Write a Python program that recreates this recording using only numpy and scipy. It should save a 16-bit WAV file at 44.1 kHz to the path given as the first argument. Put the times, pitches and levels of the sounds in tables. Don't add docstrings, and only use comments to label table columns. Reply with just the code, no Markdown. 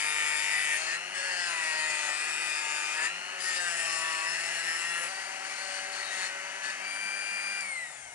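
import sys
import numpy as np
from scipy import signal
from scipy.fft import rfft, irfft
from scipy.io import wavfile

SR = 44100
rng = np.random.default_rng(int(sys.argv[2]) if len(sys.argv) > 2 else 0)


def wav_out(sig):
    wavfile.write(sys.argv[1], SR, np.round(np.clip(np.atleast_2d(sig).T, -1, 1) * 32767).astype(np.int16))


def nominal_scale(level):
    x = np.asarray(level, float) / 20
    return 10 ** x


N = 358974
TIME = np.arange(N) / SR

# two scene changes, then the lift [t/s]
STAGE_S = [
    .775,
    5.083,
    6.76,
]
STAGE = np.searchsorted(STAGE_S, TIME)
# [t/s, click level/dB]
SWITCH = [
    (7.608, -37),
]
SLOTS, MAINS_HZ, FAN_ON_S = 16, 100, 6.85


def rms_one(x):
    return x / np.sqrt(np.mean(x ** 2) + 1e-20)


def in_time(rows):
    s, *columns = np.transpose(rows)
    return [np.interp(TIME, s, c) for c in columns]


def at_hz(points, hz):
    points = np.array(points)
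    return np.interp(np.log(hz + 1), np.log(points[:, 0]), points[:, 1])


def running_free(rise_s):
    return np.clip((TIME - FAN_ON_S) / rise_s, 0, 1)


def drift(rate_hz):
    step = 100
    r = np.exp(-2 * np.pi * rate_hz * step / SR)
    noise = rng.standard_normal(N // step + 1002)
    slow = signal.lfilter([1], [1, -2 * r, r * r], noise)[1000:]
    return np.interp(np.arange(N) / step, np.arange(len(slow)), rms_one(slow))


def swell(start, end, first_db, last_db, fade, release=None):
    levels = [first_db - fade, first_db, last_db, last_db - (release or fade)]
    return np.interp(TIME, [start - 1, start, end, end + 1], levels)


def coloured(x, spectrum, low_hz, high_hz):
    hz = np.fft.rfftfreq(N, 1 / SR)
    bins = rfft(x) * nominal_scale(at_hz(spectrum, hz))
    inside = irfft(bins * (hz > low_hz) * (hz < high_hz), N)
    return irfft(bins, N) / np.std(inside)


def resonate(x, modes):
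    out = 0
    for k, (hz, width_hz, db) in enumerate(modes):
        r = np.exp(-np.pi * width_hz / SR)
        poles = [1, -2 * r * np.cos(2 * np.pi * hz / SR), r * r]
        out = out + (-1) ** k * nominal_scale(db) * signal.lfilter([1 - r * r, 0, r * r - 1], poles, x)
    return out


def drum_pattern(turn, turns_per_change, count=300):
    rows = turn / turns_per_change
    grit = rng.standard_normal((int(rows[-1]) + 3, count + 1))
    grit[:, -1] = grit[:, 0]
    row, blend = rows.astype(int), np.pi / 2 * (rows % 1)
    grain = (turn % 1 * count).astype(int)
    return np.cos(blend) * grit[row, grain] + np.sin(blend) * grit[row + 1, grain]


def rumble():
    band = signal.butter(2, [35, 140], "band", fs=SR, output="sos")
    low = signal.sosfilt(band, rng.standard_normal((2, N)))
    level_db = -84.5 + 5 * (STAGE == 0)
    level_db = level_db + 14 * np.clip((TIME - 7.8) / 0.23, 0, 1)
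    return nominal_scale(level_db) * rms_one(low[0] + 0.24 * low[1] * [[1], [-1]])


def room():
    # [f/Hz, density/dB per Hz]
    murmur = [(88, -59), (150, -21), (502, -3.5), (739, 9.5), (947, 6.5), (1300, -50), (1600, -5),
              (2080, -35), (3520, -120)]
    return nominal_scale(-57.5) * coloured(rng.standard_normal(N), murmur, 150, 1650)


def shaft_speed():
    # [t/s, settling speed/turns per s]
    load = [(0, 151.8), (0.03, 150.8), (0.33, 153.2), (0.52, 151.3), (0.66, 154.5), (0.775, 159.9),
            (0.858, 186.0), (1.25, 171.0), (1.43, 155.1), (1.62, 153.0), (1.72, 156.0), (1.82, 149.0),
            (2.13, 155.6), (2.35, 150.3), (2.86, 161.0), (2.99, 185.7), (3.46, 171.0), (3.63, 161.8),
            (4.21, 168.5), (4.48, 164.4), (4.7, 171.7), (5.0, 167.9), (5.083, 191.8), (5.52, 190.1),
            (5.7, 191.6), (6.01, 186.2), (6.28, 193.1), (6.65, 192.0), (6.75, 196.4), (7.04, 198.0)]
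    rotor_s, hand_s, coast_turns_per_s2 = .12, .05, 150
    speed = np.zeros(N)
    for (_, before), (s, goal) in zip(load[:1] + load, load):
        after = TIME >= s
        age = TIME[after] - s
        if s == 0 or s in STAGE_S[:2]:
            speed[after] = goal
        else:
            lag = rotor_s * np.exp(-age / rotor_s) - hand_s * np.exp(-age / hand_s)
            speed[after] += (goal - before) * (1 - lag / (rotor_s - hand_s))
    return speed - coast_turns_per_s2 * np.maximum(TIME - 7.6, 0)


def switch():
    (s, db), = SWITCH
    age = TIME - s
    snap = resonate(rng.standard_normal(N), [(9600, 1500, 5.0), (5500, 2600, 2.0)])
    return nominal_scale(db) * snap * (age > 0) * np.exp(-np.abs(age) / 0.0034)


def coast_ring(power):
    # [f/Hz, width/Hz, level/dB]
    mode = [(2140, 110, 0)]
    level = nominal_scale(-58 + 1.9 * drift(18)) * (1 - power)
    return level * rms_one(resonate(resonate(rng.standard_normal(N), mode), mode))


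def air(idle_db, turn):
    # [f/Hz, density/dB per Hz]
    loaded_air = [(2500, -23.5), (3000, -16), (3300, -21), (3800, -29), (4400, -28), (5100, -15),
                  (6000, -7.5), (11000, -13.5), (14300, -48)]
    # [f/Hz, density/dB per Hz]
    free_air = [(2500, -21), (3100, -11), (3600, -9), (4400, -18), (5250, -9.5), (7000, -3), (9000, -2.5),
                (10000, -6), (10400, -7), (11000, -20)]
    free = running_free(0.062)
    flow = rng.standard_normal(N) + .9 * drum_pattern(turn + .0015 * drift(25), 30.0)
    slow, fast = (coloured(flow, shape, 4830, 12000) for shape in (loaded_air, free_air))
    return nominal_scale(idle_db) * ((1 - free) * slow + free * fast)


def fan(speed, turn):
    # [order, level/dB]
    blades = [(24, -58), (33, -61), (47, -57), (48, -64), (49, -56.5), (64, -59), (65, -70), (66, -66)]
    # [f/Hz, gain/dB]
    vent = [(3000, -6), (4000, -14), (4700, -3), (5500, -7), (6300, 0), (7100, -1), (7650, -9), (8200, 5),
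            (9000, 6), (10500, -1.5)]
    out, on = np.zeros(N), slice(int(FAN_ON_S * SR), N)
    rise = running_free(0.038)[on]
    relative = speed[on] / speed.max()
    for order, db in blades:
        slowing = relative ** (order / 40)
        blur = order / 400 * drift(40)[on] * (1 + 8 * (1 - relative))
        level_db = db + at_hz(vent, order * speed[on]) + 1.2 * drift(13)[on]
        tone = np.sin(2 * np.pi * (round(order) * turn[on] + blur))
        out[on] += nominal_scale(level_db) * rise * slowing * tone
    return np.sqrt(2) * out


def housing(turn, housing_db, mains, power):
    # [f/Hz, density/dB per Hz]
    shell = [(88, -40), (150, -26), (260, -22), (325, -22.5), (375, -16), (418, -21), (557, -12.5),
             (860, -7.5), (1070, -10.5), (1250, -5.5), (1580, -4.5), (1950, -1), (2250, -3), (2950, -8),
             (3250, -15), (3700, -18.5), (4240, -13.5), (11000, -27.5), (14300, -64), (22000, -120)]
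    bearings = .6 * drum_pattern(turn, 25)
    noise = coloured(rng.standard_normal(N) + bearings, shell, 450, 1510)
    kick = np.exp(0.26 * np.cos(2 * np.pi * mains))
    band = signal.butter(2, [1400, 5000], "band", fs=SR, output="sos")
    upper = signal.sosfilt(band, noise)
    return nominal_scale(housing_db - 2.0) * (noise + power * upper * (rms_one(kick) - 1))


def passing_orders(turn, mains):
    passing = [(8, 1), (8, 2), (9, 1), (11, 1), (13, 1), (12, 1), (16, -1), (19, 1), (7, 1), (10, 1),
               (17, 0), (20, 0), (21, 0), (22, 0), (23, 0), (25, 0), (1, 1), (1, 0), (32, 0)]
    # [start t/s, end t/s, level/dB]
    passing_spans = [
        [(0., .75, -57), (1.5, 3.03, -55), (3.9, 4.2, -59), (5.4, 6.85, -58.5), (5.72, 5.98, -55)],
        [(0., .75, -62), (1.5, 3., -58), (3.3, 5.05, -55)],
        [(0., .75, -61), (1.2, 1.5, -47.5), (3.3, 3.6, -52), (5.75, 6.3, -58), (6.6, 7.58, -61)],
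        [(0., .75, -52)],
        [(0., .75, -53)],
        [(1.5, 2.1, -51), (6.9, 7.58, -52)],
        [(5.7, 6.744, -58)],
        [(5.8, 6.3, -65)],
        [(6.9, 7.58, -57)],
        [(5.1, 7.58, -64)],
        [(.3, .75, -49), (2.35, 2.7, -52), (4.5, 5.05, -58)],
        [(0., .62, -57), (.62, .76, -49), (1.8, 2.1, -51), (2.3, 2.7, -65), (6.05, 6.27, -53.5)],
        [(0., .3, -62), (.3, .72, -61), (2.7, 2.95, -57), (3.55, 3.65, -53), (4.05, 4.2, -57)],
        [(1.5, 2.7, -61), (5.4, 5.7, -61)],
        [(5.45, 6.268, -59)],
        [(0., .45, -61), (.45, .8, -66)],
        [(5.1, 7.003, -76)],
        [(6.15, 6.8, -77), (6.8, 7.6, -83)],
        [(3.85, 5.07, -63)],
    ]
    out = np.zeros(N)
    for (order, side), spans in zip(passing, passing_spans):
        waver_db, slip_turns = 1.6 * drift(20), .02 * drift(20)
        for s, e, db in spans:
            on = slice(max(int((s - .1) * SR), 0), int((e + .1) * SR))
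            outside_s = np.maximum(np.maximum(s - TIME[on], TIME[on] - e), 0)
            level_db = db - 300 * outside_s + waver_db[on]
            phase = order * turn[on] + side * mains[on] + slip_turns[on]
            out[on] += nominal_scale(level_db) * np.sin(2 * np.pi * phase)
    return np.sqrt(2) * out


def slot_buzz(speed, turn, buzz_db, mains, ring_hz, power):
    first_sides_db = [-5, -17, -9, 0, 0, 0, -15, -7, -7, -17, -15, -20]
    out, first = 0, STAGE == 0
    sweep = np.where(first, -.004, 0.036)
    for side, first_db in zip(range(-5, 7), first_sides_db):
        off_ring_hz = SLOTS * speed + side * MAINS_HZ - ring_hz
        near = np.exp(-.5 * (off_ring_hz / 270) ** 2 - 0.12 * (side + 0.31) ** 2)
        gain = np.where(first, nominal_scale(first_db - 3.0) * np.sign(1.5 - side), near)
        gain = gain * nominal_scale(np.where(first, .8, 1.2) * drift(11.0))
        out = out + gain * np.cos(2 * np.pi * (SLOTS * turn + side * mains - sweep * side ** 2))
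    return power * nominal_scale(buzz_db) * out


def order_levels(touch, lost):
    # [on wood/dB, lifted/dB, free/dB]
    order_db = [(-68, -67, -69), (-82, -62, -64.5), (-78, -60.5, -79), (-73, -67, -76), (-63, -65, -60),
                (-55.5, -55.5, -51), (-94, -67, -58), (-61, -61, -56), (-85, -58, -63), (-63, -66, -58),
                (-91, -68, -74), (-76, -57, -58), (-69, -65, -69), (-76, -78, -77), (-61.5, -62, -63.5)]
    # [start t/s, end t/s, level/dB]
    shakes = [
        [(.05, .2, -60.5), (1.2, 1.4, -55.5), (3.35, 3.65, -57.5), (5.0, 6.8, -60.5)],
        [(.78, .9, -53), (1.35, 2.12, -54), (2.9, 3.05, -60), (3.6, 4.7, -55.5), (5.1, 5.72, -54),
         (5.8, 6.2, -54.5)],
        [(1.45, 1.75, -63), (2.05, 2.55, -74), (4.35, 4.55, -61)],
        [(0., .58, -48.5), (1.5, 2.12, -49.5), (2.6, 2.9, -54), (2.95, 3.04, -49), (4., 4.27, -48.5)],
        [(1.45, 1.72, -51), (3.45, 3.7, -52), (3.88, 4.27, -45.5), (4.8, 5., -56)],
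        [(0., .3, -52), (1.2, 1.55, -48.5), (1.85, 3., -50.5), (3.95, 4.15, -53)],
    ]
    # [start t/s, end t/s, level/dB]
    sings = [
        [(0., .3, -50), (1.17, 1.3, -43), (1.35, 1.5, -44), (3.62, 3.7, -40), (4., 4.3, -68), (6.2, 6.24, -48),
         (6.65, 6.68, -40.5)],
        [(1.15, 1.5, -49), (3.48, 3.6, -38), (3.6, 3.75, -50), (4.2, 4.6, -51), (4.6, 5., -50),
         (5.1, 5.7, -50.5), (6.12, 6.24, -51)],
        [(.88, .94, -43), (1.3, 1.85, -50.5), (2.2, 2.8, -49), (3.01, 3.06, -36.5), (3.65, 3.92, -42.5),
         (3.92, 4.45, -43), (4.45, 4.74, -44.5), (4.74, 5.06, -43), (6.18, 6.25, -46)],
        [(.15, .6, -44), (.6, .76, -44), (1.53, 1.95, -40.5), (2.08, 2.12, -42), (2.15, 2.5, -56),
         (4.0, 4.2, -61), (4.6, 4.95, -46.5), (6.85, 7.0, -43.5), (7.0, 7.84, -40.5), (7.97, 8.14, -61)],
        [(0., .75, -55), (.53, .6, -37.5), (.6, .72, -38.5), (.2, .45, -44), (1.8, 2.55, -45),
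         (2.85, 2.98, -60), (3.4, 3.55, -69)],
        [(0., .75, -52), (1.65, 1.95, -51), (2.6, 2.9, -47.5)],
        [(0., .3, -45), (1.2, 1.8, -51), (3.25, 3.55, -66)],
        [(1.8, 1.95, -44), (2.24, 2.52, -42), (2.85, 2.95, -43.5), (4.8, 4.95, -46.5)],
        [(0., .75, -58), (.95, 1.2, -59), (2.15, 2.75, -61), (3.08, 3.55, -58), (6.85, 7., -52.5),
         (7., 7.62, -51), (7.65, 7.8, -61), (7.8, 8.14, -66.5)],
    ]
    free = running_free(0.056)
    levels = []
    for (on, up, loose), spans in zip(order_db, shakes + sings):
        usual = up + touch * (on - up) + 2 * drift(10.0) + free * (loose - up) - 9 * lost
        levels.append(np.max([usual] + [swell(s, e, db, db, 268) for s, e, db in spans], axis=0))
    return levels


def shaft_tones(turn, levels_db, mains, power):
    strong_orders = (3, 4, 5, 6, 7, 8, 9, 10, 11, 12, 13, 14, 15, 16, 24)
    steady = [(0, 2), (1, 2), (2, -1), (0, 4), (0, 1), (0, 3), (1, 12), (32, 0), (1, 0)]
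    # [view 1/dB, view 2/dB, view 3/dB, free/dB]
    steady_db = [(-77, -87, -99, -68), (-68.5, -64.5, -69, -72), (-88, -100, -90, -81),
                 (-68.5, -72, -72, -75), (-74, -87.5, -85.5, -90), (-74, -77.5, -82, -81),
                 (-85, -67, -63, -85), (-75, -59.5, -58.5, -58), (-70.5, -75, -80.5, -73.5)]
    out = 0
    free = running_free(0.049)
    coasting = np.maximum(power, nominal_scale(-20))
    for order, db in zip(strong_orders, levels_db):
        gain = nominal_scale(db + 1.3 * drift(52)) * (1 if order in (12, SLOTS, 24) else coasting)
        if order > SLOTS:
            gain = gain * (1 + 1.6 * (1 - 0.65 * free) * power * np.cos(2 * np.pi * mains))
        out = out + gain * np.sin(2 * np.pi * (order * turn + .02 * drift(20)))
    for (order, side), stage_db in zip(steady, steady_db):
        driven = power if side else coasting if order > 1 else 1
        gain = nominal_scale(np.array(stage_db)[STAGE] + 0.34 * drift(36)) * driven
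        phase = order * turn + side * mains + 0.092 * drift(12) + rng.random()
        out = out + gain * np.sin(2 * np.pi * phase)
    return np.sqrt(2) * out


def contact(lost):
    # [start t/s, end t/s, hiss at start/dB, hiss at end/dB, wood ring/dB]
    touches = [(0, 0.775, -38, -37, -38.5), (0.783, 0.951, -38.5, -40.5, -34.5),
               (1.157, 2.113, -40.5, -39.5, -37.5), (2.09, 2.958, -40, -39.5, -57),
               (2.96, 3.056, -40.5, -37, -34), (3.408, 3.577, -39.5, -35, -44),
               (3.598, 4.04, -38.5, -38, -40.5), (4.02, 5.07, -39.5, -41.5, -37),
               (5.083, 5.45, -47.5, -52, -54), (5.437, 5.79, -48, -44, -56), (5.8, 5.917, -47, -54, -55),
               (5.923, 6.15, -45.5, -47, -42.5), (6.12, 6.267, -43, -40, -41),
               (6.638, 6.71, -43, -45.5, -57)]
    # [start t/s, end t/s, added level/dB]
    bites = [
        (.53, 0.592, 0.5),
        (2.07, 2.103, 2.5),
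        (3., 3.052, 4.5),
        (4.99, 5.068, 2),
        (6.195, 6.268, 1),
    ]
    stage_db = [-1, -0.5, 0., 0.]
    land, lift = 600, 310
    lifted_db, free_db = -52.5, -51
    near_vent_db = lifted_db + 1
    hiss = np.max([swell(s, e, a, b, land, lift) for s, e, a, b, _ in touches], axis=0)
    wood = np.max([swell(s, e, w, w, land, lift) for s, e, _, _, w in touches], axis=0)
    idle = np.interp(TIME, [5.08, 5.09, FAN_ON_S - .06, FAN_ON_S + 0.051],
                     [lifted_db, near_vent_db, near_vent_db, free_db]) - 3 * lost
    touch = np.clip((hiss - lifted_db) / 10, 0, 1)
    housing_db = -48 + 2 * touch - 16 * lost + np.array(stage_db)[STAGE]
    housing_db = housing_db + sum(np.maximum(swell(s, e, db, db, 300), 0) for s, e, db in bites)
    return hiss, idle, np.maximum(wood, -55), housing_db, touch


def sanding(turn, mains, hiss_db, wood_db, power):
    # [f/Hz, density/dB per Hz]
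    rasp_shape = [(350, -39.5), (600, -35), (941, -12.5), (1050, -81), (1100, -43), (1840, -7), (2120, -21),
                  (2700, -9.5), (3300, -16.5), (3650, -18.5), (3950, -25), (4250, -16.5), (9860, -16),
                  (11000, -36), (14300, -60), (22000, -120)]
    # [f/Hz, width/Hz, level/dB]
    wood_modes = [(1547, 73, -2.5), (1901, 140, 7), (1660, 25, -9)]
    grip_s = (0, .775, 1.1, 1.29, 1.5, 2.1, 2.6, 3.3, 3.6, 3.85, 4.5, 4.9, 5.083, 5.85, 6.5, 6.76)
    # [f/Hz, width/Hz, level/dB]
    early_grips = [
        [(3570, 49, 2.5), (4910, 45, 1), (6060, 44, -20), (7420, 220, -1), (9640, 370, 1), (10660, 110, -1)],
        [(4270, 34, 6), (4960, 33, 5), (6250, 180, 0), (7040, 46, 5), (8480, 34, -9), (9450, 42, -6)],
        [(4400, 27, -4), (5070, 26, -3), (5300, 22, -2), (6000, 23, -12), (6810, 34, -4), (8000, 44, -1)],
        [(4350, 76, 3), (4740, 50, 5), (5080, 33, 0), (6400, 52, -1), (7100, 160, -5), (8260, 150, -6)],
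        [(4250, 110, 5), (4780, 210, 2), (6280, 58, 0), (7120, 110, 7), (8510, 370, -1), (9700, 140, -3)],
        [(3660, 46, -2), (4830, 210, 2), (5470, 55, -6), (7360, 75, -4), (7940, 290, 0), (9350, 97, 0.5)],
        [(3620, 44, 0), (4850, 100, 4), (6260, 79, -8), (7180, 69, 8), (8300, 82, 1), (10100, 270, -7)],
    ]
    # [f/Hz, width/Hz, level/dB]
    later_grips = [
        [(4300, 74, -11), (4730, 120, -8), (4970, 30, 1), (4900, 25, -5), (7300, 47, 1), (9900, 84, -3)],
        [(5080, 86, -4), (6970, 55, 1), (7800, 48, 4), (8750, 55, -9), (9570, 100, -2), (10300, 60, -17)],
        [(4340, 45, -4), (5200, 28, 1.5), (7150, 110, -3.5), (8000, 76, -6), (9900, 400, -10.5),
         (10540, 26, -16)],
        [(4320, 49, -7), (5280, 66, 2), (6300, 130, -16), (7160, 120, -7), (7700, 140, 0), (9960, 92, 0.5)],
        [(5200, 68, -10), (7690, 31, -3), (8530, 26, -9), (9730, 36, -5), (10300, 40, -5), (10600, 31, -3)],
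        [(4180, 35, -7), (4600, 180, 5), (6140, 93, 0), (6880, 53, -12), (8630, 48, -1), (9190, 37, -10)],
        [(4410, 170, 6), (5250, 43, -12), (6080, 70, -13), (6800, 44, -9), (6550, 95, -9), (9050, 29, -24)],
        [(3720, 38, 1), (4415, 39, 1), (5390, 38, -10), (6400, 53, -6), (6950, 110, -5), (8900, 100, -26)],
    ]
    touching = TIME < grip_s[-1]
    slip_turns = .002 * drift(25)
    fibres = np.where(TIME < STAGE_S[1], .42, .9) * rng.standard_normal(N)
    grit = touching * drum_pattern(turn + slip_turns + 1, 13) + fibres
    high_spot = 0.22 * np.cos(2 * np.pi * turn)
    throb = 0.035 * np.cos(2 * np.pi * mains)
    grit = rms_one(grit * np.exp(high_spot + throb))
    rasp = coloured(grit, rasp_shape, 3400, 10800) * 0.53
    sways = [drift(6.3) for _ in early_grips[0]]
    for modes, start, end in zip(early_grips + later_grips, grip_s, grip_s[1:]):
        held = slice(int(start * SR), int(end * SR))
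        rings = 0
        for (hz, width_hz, db), sway in zip(modes, sways):
            rings = rings + resonate(grit[held], [(hz, width_hz + 90, db)]) * nominal_scale(1.5 * sway[held])
        rasp[held] += 0.43 * rms_one(rings)
    wood = rms_one(resonate(drum_pattern(turn, 5.0), wood_modes)) * nominal_scale(wood_db - 6.0) * power
    return rasp * nominal_scale(hiss_db + 1.0 + 0.77 * drift(30)) + wood


def microphone(x):
    # [f/Hz, level/dB]
    left_louder = [(60, 2), (110, -2.5), (220, -1.5), (420, 1), (810, 4), (1550, 3), (2960, 7.5),
                   (5670, 14), (10900, 14)]
    # [f/Hz, phase/rad]
    right_lead = [(60, 1.5), (150, 0.55), (450, 1.5), (3000, 1.3663), (3700, 2), (5000, 1.4), (8300, -8.5),
                  (10000, 1)]
    # [f/Hz, share]
    likeness = [(60, 0.8), (125, 0.65), (250, 0.75), (450, 0.96), (2900, 0.93), (4200, 0.55), (11000, 0.45)]
    hz = np.fft.rfftfreq(N, 1 / SR)
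    echoes = rng.standard_normal(8000) * np.exp(-TIME[:8000] / 0.12)
    echoes = rfft(echoes / np.linalg.norm(echoes), N)
    alike = np.clip(at_hz(likeness, hz), 0, 1)
    shadow = nominal_scale(-at_hz(left_louder, hz))
    path = alike * np.exp(1j * at_hz(right_lead, hz)) + np.sqrt(1 - alike ** 2) * echoes
    left = rfft(x) * 2 / np.sqrt(1 + shadow ** 2)
    return np.array([irfft(left, N), irfft(left * shadow * path, N)])


def scene():
    # [t/s, lag/ms, housing ring f/Hz]
    pulses = [(0, 4.5, 2250), (.77, 4, 2130), (.78, 0.7, 2740), (3.8, 3, 2750), (3.86, 0, 2770),
              (7.6, 2.2, 3270)]
    buzz_stage_db = [4, 2, -10.5, -3]
    speed = shaft_speed()
    power = 1. * (TIME < SWITCH[0][0])
    lost = 2 * (1 - speed / speed.max()) * (1 - power)
    hiss_db, idle_db, wood_db, housing_db, touch = contact(lost)
    eased = (speed - 150) / 40
    buzz_db = -40.5 - 13.5 * eased + np.array(buzz_stage_db)[STAGE]
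    lag_ms, ring_hz = in_time(pulses)
    turn, mains = np.cumsum(speed) / SR, MAINS_HZ * (TIME - lag_ms / 1000)
    tool = shaft_tones(turn, order_levels(touch, lost), mains, power)
    tool = tool + fan(speed, turn) + passing_orders(turn, mains)
    tool = tool + slot_buzz(speed, turn, buzz_db, mains, ring_hz, power)
    tool = tool + housing(turn, housing_db, mains, power)
    tool = tool + sanding(turn, mains, hiss_db, wood_db, power)
    tool = tool + air(idle_db, turn) + switch() + coast_ring(power)
    return microphone(tool + room()) + rumble()


def roll_off(x):
    return signal.sosfilt(signal.butter(12, 11460, fs=SR, output="sos"), x)


def record(dry):
    below_top = np.fft.rfftfreq(N, 1 / SR) < 11050
    narrow = irfft(rfft(dry) * below_top, N)
    return roll_off(narrow)


dry = scene()
out = record(dry)
wav_out(out)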